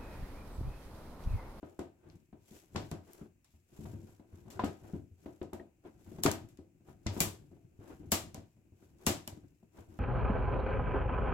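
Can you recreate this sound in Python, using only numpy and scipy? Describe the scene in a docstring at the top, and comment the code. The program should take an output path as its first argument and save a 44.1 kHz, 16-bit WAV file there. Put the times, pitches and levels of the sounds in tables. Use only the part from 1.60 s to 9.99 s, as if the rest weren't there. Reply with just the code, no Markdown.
"""A garage, a stereo pair of microphones at a wooden bench: a hand twists a steel oil filter against a
cutting wheel, regripping about once a second. At first the wheel rumbles in its groove, the can knocks
in the jig, skin and steel hiss softly as they slide, and snaps are faint. From about 4.6 s the wall is
cut through and the wheel snaps loudly past the torn edge on every turn. A last, quiet twist follows."""
import sys
import numpy as np
from scipy import signal
from scipy.fft import rfft, irfft, next_fast_len
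from scipy.io import wavfile
from scipy.ndimage import uniform_filter1d

SR = 44100
rng = np.random.default_rng(int(sys.argv[2]) if len(sys.argv) > 2 else 0)


def generate_wav(signal):
    """Clip the signal to [-1, 1] and save it as 16-bit WAV at the path in sys.argv[1]."""
    frames = np.transpose(np.atleast_2d(signal))
    scaled = np.clip(frames, -1, 1) * 32767
    pcm = np.round(scaled).astype(np.int16)
    wavfile.write(sys.argv[1], SR, pcm)


N = 369990
BLOW, ATTACK = 16384, 1100  # samples: a whole blow, and the opening that sets its level

# modes of bench, jig and can: f/Hz, level/dB, t60/s
BENCH_MODES = [(55, -11, 0.017), (94.27, -0.5, 0.17), (163, 0.5, 0.081), (220.5, 5, 0.14), (288.2, 3, 0.12),
               (331.4, -8.5, 0.027), (363.2, 3.5, 0.14), (410, -6, 0.27), (475, -7, 0.21), (543, -3, 0.02),
               (657, -4, 0.023), (753, -17, 0.058), (934.4, -15, 0.19), (984, -13, 0.22), (1258, -17, 0.3),
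               (1413, -12.5, .08), (1550, -23.5, 0.012)]
# spectrum of steel cracking under the wheel: f/Hz, level/dB
CRACK_SPECTRUM = [(300, -26), (1000, -9.5), (2200, -7), (4500, -1.5), (7500, 6), (9000, -1.5), (12000, 5),
                  (16000, -7.5)]
# twists of the hand: t/s, length/s, rumble/dB, length of the first bite/s, its scrape/dB, its hiss/dB
TWISTS = [(0.4, 0.27, -53.5, 0.16, -68, -111), (1.124, 0.25, -42, 0.11, -61, -70),
          (2.127, 0.38, -49, 0.21, -67, -65.5), (2.71, 0.72, -48.5, 0.12, -67.5, -75),
          (3.575, 0.13, -57, 0.26, -74, -76), (4.249, 0.72, -49.5, 0.054, -55.5, -80.5),
          (5.267, 0.81, -53.5, 0.0705, -59, -72.5), (6.22, 0.76, -52, 0.14, -53.5, -69.5),
          (7.181, 0.84, -53, 0.11, -69, -77.5), (8.146, 0.59, -56, 0.094, -58, -70.5)]


def amp(db):
    return 10 ** (np.asarray(db) / 20)


def unit(x, start=0, end=None):
    """Scales a sound to rms 1 over a stretch of samples."""
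    return x / np.sqrt(np.mean(x[..., start:end] ** 2) + 1e-20)


def curve(points, hz):
    """Joins points by straight lines over log frequency."""
    f, value = np.transpose(points)
    return np.interp(np.log(hz + 1), np.log(f + 1), value)


def add(mix, s, sound):
    """Lays a sound into the mix at time s."""
    part = mix[:, max(0, round(s * SR)):][:, :sound.shape[1]]
    part += sound[:, :part.shape[1]]


def diffuse(spectrum, size, count=1, tilt=0):
    """Noises at both microphones, count x 2 x size; tilt is in dB per octave above 5 kHz."""
    # likeness of the microphones, high in the bass: f/Hz, correlation
    likeness = [(30, 0.95), (70, .94), (150, .92), (330, 0.64), (640, 0.39), (1400, 0), (15000, 0.0019)]
    length = next_fast_len(size, real=True)
    hz = np.fft.rfftfreq(length, 1 / SR)
    bins = rng.standard_normal((count, 2, 2 * len(hz)), dtype=np.float32).view(np.complex64)
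    same = np.clip(curve(likeness, hz), -1, 1)
    bins[:, 1] = same * bins[:, 0] + np.sqrt(1 - same ** 2) * bins[:, 1]
    tilt_db = np.reshape(tilt, (-1, 1, 1)) * np.log2(np.maximum(hz / 5000, 1))
    gain = np.float32(amp(curve(spectrum, hz) + tilt_db))
    return unit(irfft(bins * gain, length)[..., :size])


def grit(per_s, spread_db, decay_s):
    """Envelope of random catches of uneven size, each swelling and dying quickly."""
    catches = (rng.random(N) < per_s / SR) * amp(spread_db * np.minimum(rng.exponential(1, N), 3))
    power = signal.lfilter([1], [1, -np.exp(-2 / (decay_s * SR))], catches ** 2)
    return unit(uniform_filter1d(np.sqrt(power), max(1, int(decay_s * SR / 4))))


def ringing(modes):
    """One dying sine for each mode."""
    hz, db, t60 = np.transpose(modes)[:, :, None]
    t = np.arange(BLOW) / SR
    return amp(db - 60 * t / t60) * np.sin(2 * np.pi * hz * t)


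def resonant(spectrum, modes, peak_db):
    """Raises a spectrum around each mode: the body colours whatever passes through it."""
    hz = np.geomspace(20, 16000, 3000)
    peaks = np.max([1 / (1 + ((hz - f) * t60 / 1.1) ** 2) for f, _, t60 in modes], axis=0)
    return np.c_[hz, curve(spectrum, hz) + peak_db * peaks]


def favour(x, hz, q):
    """The point of contact favours the range around one pitch."""
    return signal.lfilter(*signal.iirpeak(hz, max(q, 2.5 * hz / SR), SR), x)


def swing(hz, decay_cycles=0.72):
    """A push that swells and is damped within a few swings."""
    cycles = hz * np.arange(BLOW) / SR
    return unit(cycles * np.exp(-cycles / decay_cycles) * np.sin(2 * np.pi * cycles), end=ATTACK)


def effort(t, rest_db=-76, ease_db=15):
    """The hand's force at times t: it arches over each twist, ease_db weaker at both ends."""
    start, length, db = np.transpose(TWISTS)[:3, :, None]
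    return amp(rest_db) + amp(db - ease_db * (2 * (t - start) / length - 1) ** 2).sum(0)


def room_tone(level_db=-76.5):
    """The quiet, steady air of the garage all around the microphones."""
    # spectrum of the air: f/Hz, level/dB
    air_spectrum = [(20, -12.5), (60, -2), (100, -3.5), (200, -11), (350, -15.5), (520, -24.5),
                    (1000, -29.5), (1900, -28), (2600, -21.5), (3400, -37.5), (5200, -34), (7400, -26),
                    (9000, -34.5), (15500, -33)]
    return amp(level_db) * diffuse(air_spectrum, N)[0]


def garage_tails(spectrum, count, rise_s, tilt=0):
    """One fresh reverberation for each blow, every band dying at its own speed."""
    # reverberation of the garage: f/Hz, t60/s
    reverb_times = [(90, 0.38), (450, 0.31), (4000, 0.29), (14000, 0.21)]
    t, hz = np.arange(BLOW) / SR, np.fft.rfftfreq(BLOW, 1 / SR)
    noise = rfft(diffuse(spectrum, BLOW, count, tilt))
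    centres, t60s = np.transpose(reverb_times)
    bands = np.float32([curve(np.c_[centres, share], hz) for share in np.eye(len(centres))])
    fades = np.float32(amp(-60 * t / t60s[:, None]) * (1 - np.exp(-t / rise_s)))
    return sum(irfft(noise * band) * fade for band, fade in zip(bands, fades))


def burr_ticks(gain_db=-31):
    """Burrs in the groove catch the wheel: sparse tiny ticks that follow the effort."""
    ticks = diffuse(CRACK_SPECTRUM, N, tilt=-5)[0] * grit(per_s=34, spread_db=3, decay_s=0.005)
    return ticks * effort(np.arange(N) / SR) * amp(gain_db)


def friction(scrape_gain_db=1, hiss_gain_db=-1, drag_scrape_db=-25, drag_hiss_db=-28.5):
    """The wheel scrapes and skin hisses on paint, swelling at each bite or slip over a turning drag."""
    # the fingers slip over the paint: t/s, length/s, scrape/dB, hiss/dB
    slips = [(0, 0.18, -67, -76), (0.858, 0.19, -64, -63), (1.45, 0.2, -57, -68),
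             (1.867, 0.14, -108, -77.5), (2.432, 0.15, -68.5, -72.5), (2.91, 0.093, -57.5, -76),
             (3.227, 0.17, -59, -72.5), (4.398, 0.25, -65, -75), (5.533, 0.17, -47, -53),
             (7.399, 0.088, -62, -72), (8.275, 0.13, -69, -76.5)]
    # grainy scrape of the wheel: f/Hz, level/dB
    scrape_spectrum = [(150, -6), (380, 6), (520, -5.5), (820, -5), (1250, -10.5), (1900, -16.5),
                       (2600, -19.5), (4000, -28), (8000, -42.5), (14000, -59.5)]
    # smoother hiss of skin: f/Hz, level/dB
    skin_spectrum = [(600, -11), (1800, -2), (2600, 1.5), (4200, -2), (7600, 4), (8900, -5), (11600, 0.5),
                     (16000, -7.5)]
    bites = [(start, length, scrape, hiss) for start, _, _, length, scrape, hiss in TWISTS]
    start, length, scrape_db, hiss_db = np.transpose(bites + slips)[:, :, None]
    frames, t = np.arange(0, N, 128) / SR, np.arange(N) / SR
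    strokes = np.exp(-(2 * (frames - start) / length - 1) ** 2)
    scrape = (amp(scrape_db + scrape_gain_db) * strokes).sum(0) + amp(drag_scrape_db) * effort(frames)
    hiss = (amp(hiss_db + hiss_gain_db) * strokes).sum(0) + amp(drag_hiss_db) * effort(frames)
    wheel = diffuse(resonant(scrape_spectrum, BENCH_MODES, peak_db=5), N)[0]
    wheel = wheel * grit(per_s=130, spread_db=3, decay_s=0.028)
    skin = diffuse(skin_spectrum, N)[0] * grit(per_s=2400, spread_db=6.5, decay_s=0.0037)
    return wheel * np.interp(t, frames, scrape) + skin * np.interp(t, frames, hiss)


def wheel_rumble(gain_db=-3):
    """The wheel bumps along its groove and shakes the bench."""
    # rumble of the rolling wheel: f/Hz, level/dB
    roll_spectrum = [(25, -13), (55, -7), (93, 4), (125, 3.5), (220, -3), (350, -4), (500, -20),
                     (800, -22.5), (1250, -32.5), (2500, -33), (6000, -51.5), (12000, -74)]
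    rumble = diffuse(resonant(roll_spectrum, BENCH_MODES, peak_db=8), N)[0]
    bumps = grit(per_s=46, spread_db=5, decay_s=0.038)
    return rumble * bumps * effort(np.arange(N) / SR) * amp(gain_db)


def cutter_clinks(t60=0.06, pair_ratio=0.98, rise_s=0.0006):
    """A close pair of steel modes, soon damped by the fingers."""
    # the cutter's steel parts touch: t/s, f/Hz, level/dB
    touches = [(2.994, 1015, -29.5), (3.997, 1890, -54), (5.468, 2120, -43.5), (7.676, 2970, -49.5)]
    out, t = np.zeros((2, N)), np.arange(BLOW) / SR
    for s, hz, db in touches:
        phase = 2 * np.pi * rng.random((2, 2, 1))
        ring = np.sin(2 * np.pi * hz * t + phase[0]) + np.sin(2 * np.pi * hz * pair_ratio * t + phase[1])
        add(out, s, amp(db - 60 * t / t60) * (1 - np.exp(-t / rise_s)) * ring)
    return out


def jolts(count=26, low_hz=90, high_hz=320, clack_db=-14.5):
    """Rows for small knocks at random moments, as strong as the hand's effort."""
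    when, pitch = rng.random((count, 2)).T
    s = (np.arange(count) + when) / count * N / SR
    thud_db = 20 * np.log10(effort(s))
    return list(zip(s, thud_db, low_hz * (high_hz / low_hz) ** pitch, thud_db + clack_db))


def jig_knocks(thud_gain_db=-1.03, clack_gain_db=-2, split_hz=520, tap_s=0.0028, hard_db=-50):
    """Each knock pushes the bench and taps the can: the low modes thud, the high ones clack."""
    # the can knocks in the jig: t/s, thud/dB, thud f/Hz, clack/dB
    knocks = [(0.029, -45, 324, -51), (0.191, -39, 335, -46), (0.728, -51.5, 222, -62),
              (0.912, -53.5, 214, -84), (1.148, -41.5, 166, -53), (1.158, -37.5, 195, -39),
              (1.315, -38.5, 167, -46.5), (1.613, -46, 189, -69.5), (1.938, -59, 82, -79.5),
              (2.19, -44.5, 157, -74), (2.255, -50, 156, -54.5), (2.432, -51, 213, -76),
              (2.596, -54.5, 269, -65), (2.728, -48, 100, -85), (2.879, -57, 263, -62),
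              (2.9935, -41.5, 340, -36.5), (3.037, -30, 276, -36.5), (3.334, -36.5, 193, -58.5),
              (3.514, -53, 90.2, -97), (3.659, -44.5, 296, -52.5), (3.8144, -39, 328, -49),
              (3.93, -42, 337, -46.5), (3.999, -48, 338, -56.5), (4.25, -51.5, 329, -59),
              (4.585, -44.5, 180, -54), (4.6528, -25, 343, -38), (4.66, -25.5, 300, -27.5),
              (4.988, -48.5, 297, -67), (5.285, -52, 145, -61), (5.463, -32.5, 110, -43.5),
              (5.565, -38.5, 301, -46.5), (5.608, -32.5, 165.5, -42.5), (5.914, -59.5, 292, -70),
              (6.19, -50.5, 107.6, -88), (6.522, -32, 220, -36.5), (6.746, -48.5, 171, -52.5),
              (7.121, -57, 93, -79), (7.469, -29.5, 231.5, -35.5), (7.676, -50, 225, -51),
              (8.028, -58.5, 207, -71), (8.185, -51, 113, -58.5)]
    # spectrum of a knock's tap and its boom in the garage: f/Hz, level/dB
    boom_spectrum = [(25, -25), (55, -10), (93, 13), (125, 0), (220, 1), (365, 2.5), (470, -7), (650, -3.5),
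                     (980, -11), (1350, -18), (2400, -17), (4000, -18.5), (8000, -39.5)]
    blows = knocks + jolts()
    out, t, rings = np.zeros((2, N)), np.arange(BLOW) / SR, ringing(BENCH_MODES)
    low, high = (signal.butter(4, split_hz, kind, fs=SR, output="sos") for kind in ("low", "high"))
    rooms = garage_tails(resonant(boom_spectrum, BENCH_MODES, peak_db=6), len(blows), rise_s=0.0044)
    taps = diffuse(boom_spectrum, BLOW, len(blows)) * t * np.exp(-t / tap_s)
    sway = amp(-9) * swing(hz=84)  # the whole bench top gives
    for (s, thud_db, thud_hz, clack_db), room, tap in zip(blows, rooms, taps):
        clack_hz = 700 * 2 ** (max(clack_db - hard_db, 0) / 24.5)  # hard clacks rise in pitch
        scatter_db = 2 * rng.standard_normal(len(rings))
        body = unit(amp(scatter_db) @ rings, end=ATTACK)
        push = amp(-5) * swing(thud_hz)  # damped by the hand
        room = unit(room, end=ATTACK)
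        bench = unit(favour(body + push + amp(-1) * room, thud_hz, q=0.73), end=ATTACK) + sway
        can = favour(body + amp(-1) * unit(tap, end=ATTACK) + room, clack_hz, q=0.77)
        add(out, s, amp(thud_db + thud_gain_db) * unit(signal.sosfilt(low, bench), end=ATTACK))
        add(out, s, amp(clack_db + clack_gain_db) * unit(signal.sosfilt(high, can), end=ATTACK))
    return out


def edge_snaps(crack_gain_db=-2.4, wall_db=-10, crack_s=0.00095, swell_s=0.0029, chatter_s=0.031):
    """A faint hiss swells, the wheel cracks past the torn edge and chatters, can and garage ring."""
    # the wheel slips on the cut edge: t/s, crack/dB, ring/dB, treble tilt/(dB per octave)
    snaps = [(0.1923, -48.5, -63, -3.5), (0.4995, -58.5, -76, -36), (1.161, -37, -48.5, -17.5),
             (1.314, -41.5, -59.5, -5.5), (1.533, -48, -71, 5), (1.8452, -61, -74.5, -4),
             (2.9026, -52.5, -58, -0.8), (2.9944, -55, -62, -11), (3.0444, -44.5, -52.5, -3),
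             (3.8292, -57, -70, -7.5), (3.9332, -48.5, -63.5, 0.5), (4.6356, -19.5, -37, 0),
             (4.6614, -26.5, -42.5, -10), (4.715, -26.5, -49.5, -2), (4.8877, -62, -71.5, 1),
             (4.973, -60, -75.5, -8), (5.4667, -33, -46.5, -18.5), (5.604, -17, -31, 2.5),
             (6.5188, -18.5, -30.5, 0), (6.7447, -41, -59, -6.5), (7.4657, -20.5, -31, -1),
             (7.6761, -33.5, -55.5, -2.5)]
    # wall modes of the steel can: f/Hz, level/dB, t60/s
    wall_modes = [(1163, -3.5, 0.044), (1739, -5, 0.062), (2017, -2, 0.15), (2380, 0, 0.14), (2796, 0, 0.1),
                  (3030, -0.5, .09), (3495, -1.5, 0.099), (4400, -1.5, 0.11), (5040, -2.5, .09),
                  (5560, -4.5, 0.064), (6024, -1, .09), (7070, -1, 0.12), (7400, -1.5, 0.073),
                  (7200, 3, 0.067), (8100, -4, 0.083), (12800, -4.5, 0.074)]
    # spectrum of a snap ringing in the garage: f/Hz, level/dB
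    ring_spectrum = [(250, -14), (500, 2), (1000, 0.5), (1500, -6), (2000, -3.5), (3200, -3), (4600, -3.5),
                     (6000, -2.5), (7700, 1.5), (9000, -6.5), (11500, -3.5), (14500, -7.5), (16000, -12.5)]
    out, rings, tilts = np.zeros((2, N)), ringing(wall_modes), np.array(snaps)[:, 3]
    hiss_s = 0.012  # the faint hiss starts this long before each crack
    t = np.arange(BLOW) / SR - hiss_s - crack_s
    hiss_and_chatter = amp(-20) * np.exp(-abs(t) / np.where(t < 0, swell_s, chatter_s))
    burst = np.exp(-(t / crack_s) ** 2) + hiss_and_chatter
    cracks = diffuse(CRACK_SPECTRUM, BLOW, len(snaps), tilts) * burst
    ring_colour = resonant(ring_spectrum, wall_modes, peak_db=5)
    rooms = garage_tails(ring_colour, len(snaps), rise_s=0.0016, tilt=tilts)
    for (s, crack_db, ring_db, _), crack, room in zip(snaps, cracks, rooms):
        wall = unit(rng.standard_normal((2, len(rings))) @ rings, end=ATTACK)
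        crack = unit(crack, round(hiss_s * SR), round((hiss_s + 0.0015) * SR))
        add(out, s - hiss_s, amp(crack_db + crack_gain_db) * crack)
        add(out, s, amp(ring_db) * (unit(room, end=ATTACK) + amp(wall_db) * wall))
    return out


def scene():
    """The cutter at work on the bench, over the quiet air of the garage."""
    impacts = jig_knocks() + edge_snaps() + cutter_clinks()
    return impacts + wheel_rumble() + friction() + burr_ticks() + room_tone()


def record(dry, cutoff_hz=16200):
    """The stereo pair: the left microphone is a little louder in most bands; the top treble is cut."""
    # balance of the microphones: f/Hz, left minus right/dB
    balance = [(30, -6), (80, 2), (170, 4.5), (350, 4.5), (700, -0.5), (1400, 3.5), (2800, 4), (8000, 2),
               (14000, 5)]
    lean_db = curve(balance, np.fft.rfftfreq(N, 1 / SR)) / 2
    heard = irfft(rfft(dry) * amp([lean_db, -lean_db]), N)
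    lowpass = signal.firwin(401, cutoff_hz, window=("kaiser", 9), fs=SR)
    return signal.oaconvolve(heard, lowpass[None], "same")


dry = scene()
out = record(dry)
generate_wav(out)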